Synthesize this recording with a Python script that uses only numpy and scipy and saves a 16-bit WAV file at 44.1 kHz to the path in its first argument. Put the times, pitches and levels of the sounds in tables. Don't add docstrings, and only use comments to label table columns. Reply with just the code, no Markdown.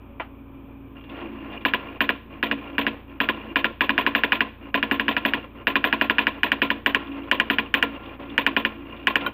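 import sys
import numpy as np
from scipy import signal
from scipy.fft import rfft, irfft
from scipy.io import wavfile
from scipy.ndimage import uniform_filter1d

SR = 44100
rng = np.random.default_rng(int(sys.argv[2]) if len(sys.argv) > 2 else 0)


def generate_wav(sig):
    pcm = np.round(np.clip(np.atleast_2d(sig).T, -1, 1) * 32767).astype(np.int16)
    wavfile.write(sys.argv[1], SR, pcm)


def amplitude_ratio(level_db):
    exponent = np.asarray(level_db, float) / 20
    return 10 ** exponent


N = 411453
T = np.arange(N) / SR


def unit(x):
    return x / np.sqrt(np.mean(x ** 2))


def curve(table, col=1):
    return np.interp(T, np.array(table)[:, 0], np.array(table)[:, col])


def colour(x, points, peaks=()):
    hz = np.fft.rfftfreq(16384, 1 / SR) + 1
    point_hz, point_db = np.array(points)[:, :2].T
    gain = amplitude_ratio(np.interp(np.log(hz), np.log(point_hz), point_db, right=-120))
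    for centre, width, db in peaks:
        gain = gain * (1 + (amplitude_ratio(db) - 1) / (1 + (2 * (hz - centre) / width) ** 2))
    cepstrum = irfft(np.log(unit(gain)))[:len(hz)]
    cepstrum[1:-1] *= 2
    return signal.fftconvolve(x, irfft(np.exp(rfft(cepstrum, 16384))))[:N]


def ring(hz, gain, t60, size=16000):
    t = T[:size]
    return sum(g * np.sin(2 * np.pi * f * t) * 1000 ** (-t / d) for f, g, d in zip(hz, gain, t60))


def onset(rise, power=1):
    return 1 - np.exp(-(T[:16000] / rise) ** power)


def play(times, gains, shape):
    train = np.zeros(N)
    np.add.at(train, np.clip((np.asarray(times) * SR).astype(int), 0, N - 1), gains)
    return signal.fftconvolve(train, shape)[:N]


def swell(delay, rise, t60, db):
    t = np.maximum(T[:20000] - delay, 0)
    return amplitude_ratio(db) * (1 - np.exp(-t / rise)) * 1000 ** (-t / t60)


def walk(rate):
    hold = int(SR / rate)
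    levels = rng.standard_normal(N // hold + 1)
    return 1.1 * uniform_filter1d(np.repeat(levels, hold), hold)[:N]


def grit(spread_db, rate):
    return unit(rng.standard_normal(N) * amplitude_ratio(spread_db * walk(rate)))


def knock(times, gains, modes, rise):
    hz, db, t60 = np.transpose(modes)
    return play(times, gains, ring(hz, amplitude_ratio(db), t60) * onset(rise, 2))


# (time [s], blow level [dB], carriage place [0 left - 1 right], lightly struck [0 or 1])
LETTERS = [(1.651, -5.6, 0, 0), (2.0061, -4.8, 0, 0), (2.4283, -7.8, 0, 1), (2.7818, -7.1, 0, 1),
           (3.2029, -6.2, 0, 0), (3.5585, -4.9, 0, 0), (3.808, -4.4, 0, 0), (3.979, -4.2, .15, 0),
           (4.15, -3.8, .35, 0), (4.3209, -3.2, .55, 0), (4.743, -6.6, .15, 1), (4.9122, -6.3, .25, 1),
           (5.0815, -6.4, .45, 1), (5.2508, -6, .55, 1), (5.6702, -4.4, .05, 0), (5.8415, -4.2, .15, 0),
           (6.0124, -3.6, .35, 0), (6.1834, -3.7, .45, 0), (6.4326, -2.9, .8, 0), (6.6183, -5.2, .85, 1),
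           (6.8614, -2.8, .85, 0), (7.3138, -2.5, 1, 0), (7.5, -5.2, 1, 1), (7.7407, -2.6, 1, 0),
           (8.379, -2.8, 1, 0), (8.5651, -5.2, 1, 1), (9.0708, -2.7, 1, 0)]
# (hard letter [s], light letter [s])
REPEAT_S = (.0855, .0847)
# (first strike [dB], second strike [dB])
BOOM_DB = [(-28, -28), (-24.5, -27.5)]
JINGLE_DB = [(-45, -47), (-45.5, -49.5)]
RATTLE_DB = [(-22, -24.5), (-23, -26.5)]
# (boom [dB], jingle [dB], rattle [dB])
SCATTER_DB = (.7, 2, .6)


def strikes():
    s, db, place, light = np.repeat(LETTERS, 2, axis=0).T
    kind, second = light.astype(int), np.arange(len(s)) % 2
    chance = rng.standard_normal((len(s), 3)) * SCATTER_DB
    shaken = np.array([BOOM_DB, JINGLE_DB, RATTLE_DB])[:, kind, second] + chance.T
    return s + second * np.array(REPEAT_S)[kind], db, place, *shaken


def hammer():
    s, db, place, boom_db, jingle_db, rattle_db = strikes()
    first = np.arange(len(s)) % 2 == 0
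    blow = platen(s, db, place) + type_snap(s, db)
    bounce = rebound(s, db, rattle_db)
    boom = case_boom(s, boom_db)
    rattle = loose_parts(s, rattle_db, first)
    return blow + bounce + boom + rattle, spokes(s, jingle_db, first)


# (frequency [Hz], t60 [s], signed share at left [ratio], at right [ratio])
PLATEN = [(820, 0.095, -0.04, -0.03), (1091, 0.021, -0.13, -0.1), (1235, 0.15, -0.05, -0.02),
          (1429, 0.059, -0.14, -0.15), (1681, 0.04, 0.44, 0.27), (1775, 0.038, 0.19, 0.27),
          (1952, 0.03, -0.29, -0.25), (2200, 0.15, -0.04, -0.09), (2423, 0.104, 0.16, 0.18),
          (2586, 0.15, 0.08, 0.07), (2789, 0.037, -0.01, -0.83), (2801, 0.022, 0.51, 1.36),
          (3167, 0.01, 0.2, -0.36), (3641, 0.15, 0.03, -0.01), (4418, 0.01, -0.2, -0.07)]


def platen(s, db, place):
    left_db = -1
    hz, t60, left, right = np.transpose(PLATEN)
    t = T[:16000]
    choke = (1 + .22 * np.exp(-(t / .0025) ** 4)) / (1 + (t / .011) ** 4)
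    blow = play(s, amplitude_ratio(db + left_db) * (1 - place), ring(hz, left, t60) * choke)
    blow = signal.sosfiltfilt(signal.butter(4, 3800, fs=SR, output="sos"), blow)
    blow = blow + play(s, amplitude_ratio(db) * place, ring(hz, right, t60) * choke)
    return signal.sosfilt(signal.butter(4, 3300, fs=SR, output="sos"), blow)


def type_snap(s, db):
    snap_db = -37
    return play(s, amplitude_ratio(db + snap_db), ring([4800, 5080], [1, -.6], [.03, .03]) * onset(.00019))


# (frequency [Hz], level re blow [dB], t60 [s])
REBOUND = [(2443, -8.5, 0.037), (2780, -16.5, 0.059), (1590, -14.5, 0.01)]
# (frequency [Hz], level [dB], t60 [s])
BACKSTOP = [(1000, -11, .045), (1060, -18, .05)]


def rebound(s, db, rattle_db):
    rebound_s, backstop_s = .0062, .008
    bounce = knock(s + rebound_s, amplitude_ratio(db + rattle_db / 4), REBOUND, .001)
    return bounce + knock(s + backstop_s, amplitude_ratio(rattle_db + 22), BACKSTOP, .005)


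# (frequency [Hz], level [dB], t60 [s])
BOOM = [(223.1, 1.5, 0.18), (278.3, 4.5, 0.2), (349.7, -8.5, 0.16), (159, -13.5, 0.18), (476, -16.5, 0.46)]


def case_boom(s, boom_db):
    hz, db, t60 = np.transpose(BOOM)
    signs = (-1) ** np.arange(len(hz))
    return play(s, amplitude_ratio(boom_db), ring(hz, amplitude_ratio(db) * signs, t60) * onset(.0065))


# (delay [s], rise [s], t60 [s], level [dB])
FIRST = [
    (0.0035, 0.0015, 0.079, 12),
    (.012, 0.009, 0.026, -7.5),
    (.027, 0.0047, 0.1, 4),
    (0.036, 0.09, 0.36, -38.5),
]
# (delay [s], rise [s], t60 [s], level [dB])
SECOND = [(0.0024, 0.0021, 0.046, 13.5), (0.0082, 0.0016, 0.09, 3), (0.039, 0.0018, 0.63, -21),
          (0.013, 0.0041, 0.49, -17.5)]


def loose_parts(s, rattle_db, first):
    shake = amplitude_ratio(rattle_db - 5)
    loose = play(s, shake * first, sum(swell(*stage) for stage in FIRST))
    loose = loose + play(s, shake * ~first, sum(swell(*stage) for stage in SECOND))
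    return clusters(loose)


# (frequency [Hz], level [dB per Hz])
CLATTER = [(180, -29.5), (300, -4), (594, -5.5), (685, -4), (790, -12), (1030, -6), (1180, -13.5),
           (1480, -12), (1850, -6), (2170, -10.5), (2400, -4), (3470, -10), (4950, -42), (5630, -63.5),
           (9000, -64), (11700, -102), (19800, -120)]
# (frequency [Hz], width [Hz], level [dB])
HOUSING = [(263, 15, 7), (1060, 100, 9), (1388, 16, 12), (1720, 23, 5), (2630, 310, 1.5), (2780, 46, -3.5)]


def clusters(shake):
    low, high = (signal.butter(2, 1300, kind, fs=SR, output="sos") for kind in ("low", "high"))
    large = signal.sosfilt(low, shake * grit(1.8, 110))
    small = signal.sosfilt(high, shake * grit(1.6, 220))
    return colour(large + small, CLATTER, HOUSING[1:])


# (frequency [Hz], level [dB per Hz])
JINGLE = [(3290, -49.5), (5600, -24.5), (6070, -22.5), (6580, -31.5), (7130, -20), (8610, -43.5),
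          (10300, -22.5), (11900, -19), (14000, 4), (15400, -6.5), (16400, -42.5)]


def spokes(s, jingle_db, first):
    level = amplitude_ratio(jingle_db - 5)
    tick = play(s, level, swell(0, .0005, .02, 1) + swell(.006, .001, .045, 10) + swell(.01, .005, .5, -21))
    tick = tick + play(s, level * first, swell(.012, .003, .05, 2) + swell(.028, .004, .07, 2))
    tick = tick + play([CLACKS[-1][0]], amplitude_ratio(-47), swell(0, .002, .062, 9.1))
    return colour(tick * grit(2.7, 600), JINGLE)


# (time [s], peak level [dB])
CLACKS = [
    (0.198, -13),
    (9.263, -17.5),
]
# (frequency [Hz], level [dB], t60 [s])
CLACK_MODES = [
    [(336, -10, 0.1), (530, -11.5, 0.44), (654, -5, 0.15), (960, -22, 0.12), (1010, -1.5, 0.49),
     (1390, -8, 0.22), (2010, -3, 0.036), (2350, -2, 0.036)],
    [(1072, 4.5, 0.12), (1440, 8.5, 0.091), (1841, -29, 0.22), (2024, -14, 0.087), (2401, 0, 0.11),
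     (2767, -24, 0.21), (3100, 2.5, 0.084), (3828, -1, 0.035)],
]


def clack_sounds():
    clacks = 0
    for (s, db), modes in zip(CLACKS, CLACK_MODES):
        hz, mode_db, t60 = np.transpose(modes)
        damped = np.transpose([hz, mode_db, .9 * np.minimum(t60, .07)])
        clacks = clacks + knock([s], amplitude_ratio(db - 7), damped, .001)
    s, db = np.transpose(CLACKS)
    tail = play(s, amplitude_ratio(db), swell(0, .00043, .16, -16)) * grit(.73, 600)
    return clacks + colour(tail, [(250, -24.5), (835, -1), (1970, -8), (2980, -9), (3800, -26.5),
                                  (5000, -45), (5600, -70)])


# (start [s], length [s], chatter level [dB], drone level [dB])
MOVES = [(0.95, 0.23, -49.5, -62), (1.081, 0.19, -43, -39), (1.273, 0.28, -45, -38.5),
         (1.498, 0.081, -38, -50), (1.586, 0.044, -43, -40), (1.817, 0.15, -39.5, -44),
         (2.298, 0.11, -46, -46), (2.584, 0.17, -39, -43), (2.956, 0.04, -45, -49),
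         (3.077, 0.096, -49.5, -44), (3.359, 0.162, -40, -39), (4.606, 0.089, -45, -42.5),
         (5.424, 0.024, -37, -53), (5.541, 0.082, -45.5, -45), (6.344, 0.039, -39, -41),
         (7.018, 0.237, -40, -38), (7.269, 0.019, -39.5, -48), (7.906, 0.059, -39.5, -41),
         (7.99, 0.16, -41.5, -42.5), (8.187, 0.15, -45, -44), (8.302, 0.063, -42.5, -43),
         (8.702, 0.17, -45.5, -44), (8.873, 0.19, -44.5, -43.5), (9.196, 0.089, -33.5, -36)]


def effort():
    spin_up_s, coast_t60_s, idle_drone_db = .008, .11, -60
    # delay, length s, chatter, drone dB
    steps = [(s + .023, .14, -41.5, -41.5) for s, *_ in LETTERS]
    s, length, *db = np.transpose(MOVES + steps)[:, :, None]
    coarse = T[::44]
    t = coarse - s
    run = (1 - np.exp(-np.maximum(t, 0) / spin_up_s)) * 1000 ** (-np.maximum(t - length, 0) / coast_t60_s)
    chatter, drone = (np.interp(T, coarse, np.sum((amplitude_ratio(d) * run) ** 2, axis=0)) for d in db)
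    return np.sqrt(chatter), np.sqrt(drone + amplitude_ratio(idle_drone_db) ** 2)


def carriage():
    chatter, droning = effort()
    mesh = (amplitude_ratio(-7) * unit(gear_clicks()) + amplitude_ratio(.5) * unit(rail_rustle())) * chatter
    shimmer = colour(grit(2, 40), JINGLE) * chatter * amplitude_ratio(-37)
    return mesh + ratchet() + case_drone() * droning, shimmer


# (frequency [Hz], level [dB], t60 [s])
GEARS = [(2800, 1, .038), (2420, -2, .035), (1050, -8, .05), (2980, -5, .02), (3300, -9, .02),
         (2620, -6, .025)]


def gear_clicks():
    step_hz = 68.6
    steps = np.arange(0, N / SR, 1 / step_hz)
    late, strength = rng.standard_normal((len(steps), 2)).T
    teeth = play(steps + .002 * late, amplitude_ratio(3 * strength), swell(0, .001, .02, 0)) * grit(2, 600)
    hz, db, t60 = np.transpose(GEARS)
    return signal.fftconvolve(teeth, ring(hz, amplitude_ratio(db), t60) * onset(.002, 2))[:N]


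# (frequency [Hz], level [dB per Hz])
CHATTER = [(88, -49), (150, -12.5), (246, -24), (278, 3), (345, -21.5), (397, -11.5), (500, -9),
           (794, -15.5), (1050, -16.5), (1540, -20.5), (1670, -19), (2770, -20), (6000, -66.5),
           (7800, -102), (13200, -120)]


def rail_rustle():
    return colour(grit(2, 300) * amplitude_ratio(2.5 * walk(30)), CHATTER, HOUSING[1:])


# (time [s], peak level [dB])
RATCHET = [(1.007, -67.5), (1.0376, -56), (1.092, -51), (1.1144, -59), (1.1663, -56), (1.2042, -53),
           (1.24, -65.5), (1.3189, -62), (1.5245, -49), (1.6078, -52.5), (7.0678, -53), (7.1152, -53),
           (7.1646, -53), (7.235, -57), (7.271, -64), (7.9354, -55), (7.9544, -63), (8.031, -51),
           (8.054, -51), (8.0885, -57), (8.1379, -55), (8.1963, -54), (8.2212, -55), (8.254, -58),
           (8.293, -48), (8.8867, -58), (8.962, -50.5), (8.993, -56), (9.027, -57), (9.205, -37.5)]
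# (frequency [Hz], level [dB per Hz])
SCRAPE = [(900, -35), (2000, 4), (2850, 9), (3500, 8), (4200, -16.5), (5100, -24), (5600, -39.5)]


def ratchet():
    s, db = np.transpose(RATCHET)
    bursts = play(s, amplitude_ratio(db), swell(0, .002, .09, 3)) * grit(2, 300)
    return amplitude_ratio(5) * colour(bursts, SCRAPE)


# (frequency [Hz], width [Hz], level [dB])
CASE = [(220.7, 4.7, 18), (279, 11, 20.5), (335.6, 16, 15.5)]


def case_drone():
    return unit(colour(grit(2.3, 30), [(150, -34), (200, -2.5), (360, 2), (450, -18)], CASE))


def stack(hz, orders, wobble):
    turn = 2 * np.pi * np.cumsum(hz * (1 + wobble * walk(2.8))) / SR
    return sum(np.sqrt(2) * amplitude_ratio(db + .47 * walk(3.5)) * np.sin(k * turn + k * k) for k, db in orders)


# (multiple of shaft rate [ratio], level [dB])
FAN = [(1, -49), (2, -55.5), (3, -76), (4, -54), (5, -62), (8, -69.5)]
# (multiple of shaft rate [ratio], level [dB])
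FEEDER = [(1, -64), (2, -58), (3, -74), (4, -43), (5, -67.5)]
# (time [s], level [dB])
FEEDER_ON = [
    (0, -7.5),
    (.9, -1),
    (1.1, -7),
    (1.5, -34.5),
    (9.33, -30),
]
# (frequency [Hz], level [dB per Hz])
AIR = [(20, -9.5), (40, -25.5), (75, -13), (180, -11), (275, -6.5), (320, -6.5), (520, -19), (730, -21),
       (1080, -18), (2090, -37), (2880, -32.5), (3400, -36), (4600, -68.5), (6000, -100)]


def hum():
    fan_hz, feed_hz, pump_hz = 57.25, 68.2, 86.8
    motors = stack(fan_hz, FAN, .0007) + stack(feed_hz, FEEDER, .0011) * amplitude_ratio(curve(FEEDER_ON))
    far_tone = stack(pump_hz, [(1, -54.5)], .0015)
    air = colour(grit(1, 12), AIR, [(2403, 240, 14.1), (1020, 17, 5.8), (565.6, 12, 13)]) * amplitude_ratio(-48.5)
    return motors + far_tone + air


def scene():
    blows, jingle = hammer()
    travel, shimmer = carriage()
    knocks = blows + clack_sounds()
    room = rng.standard_normal(20000) * swell(.003, .0036, .44, -54)
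    near = knocks + signal.fftconvolve(knocks, room)[:N] + travel + hum()
    shut = signal.sosfiltfilt(signal.cheby2(8, 20, 5600, fs=SR, output="sos"), near)
    return (shut + jingle + shimmer)[None]


def band_limit(x):
    return signal.sosfilt(signal.butter(12, 16510, fs=SR, output="sos"), x)


# (frequency [Hz], level [dB per Hz])
PORT = [(3200, -64.5), (5300, -28.5), (8000, -15), (10200, -28.5), (11100, -9.5), (12000, -6), (13800, 8),
        (15100, -5), (15900, -17.5), (16400, -25)]


def record(dry):
    clip = .714
    hiss = colour(rng.standard_normal(N), PORT) * amplitude_ratio(-74.5)
    return band_limit(np.clip(dry + hiss, -clip, clip))


dry = scene()
out = record(dry)
generate_wav(out)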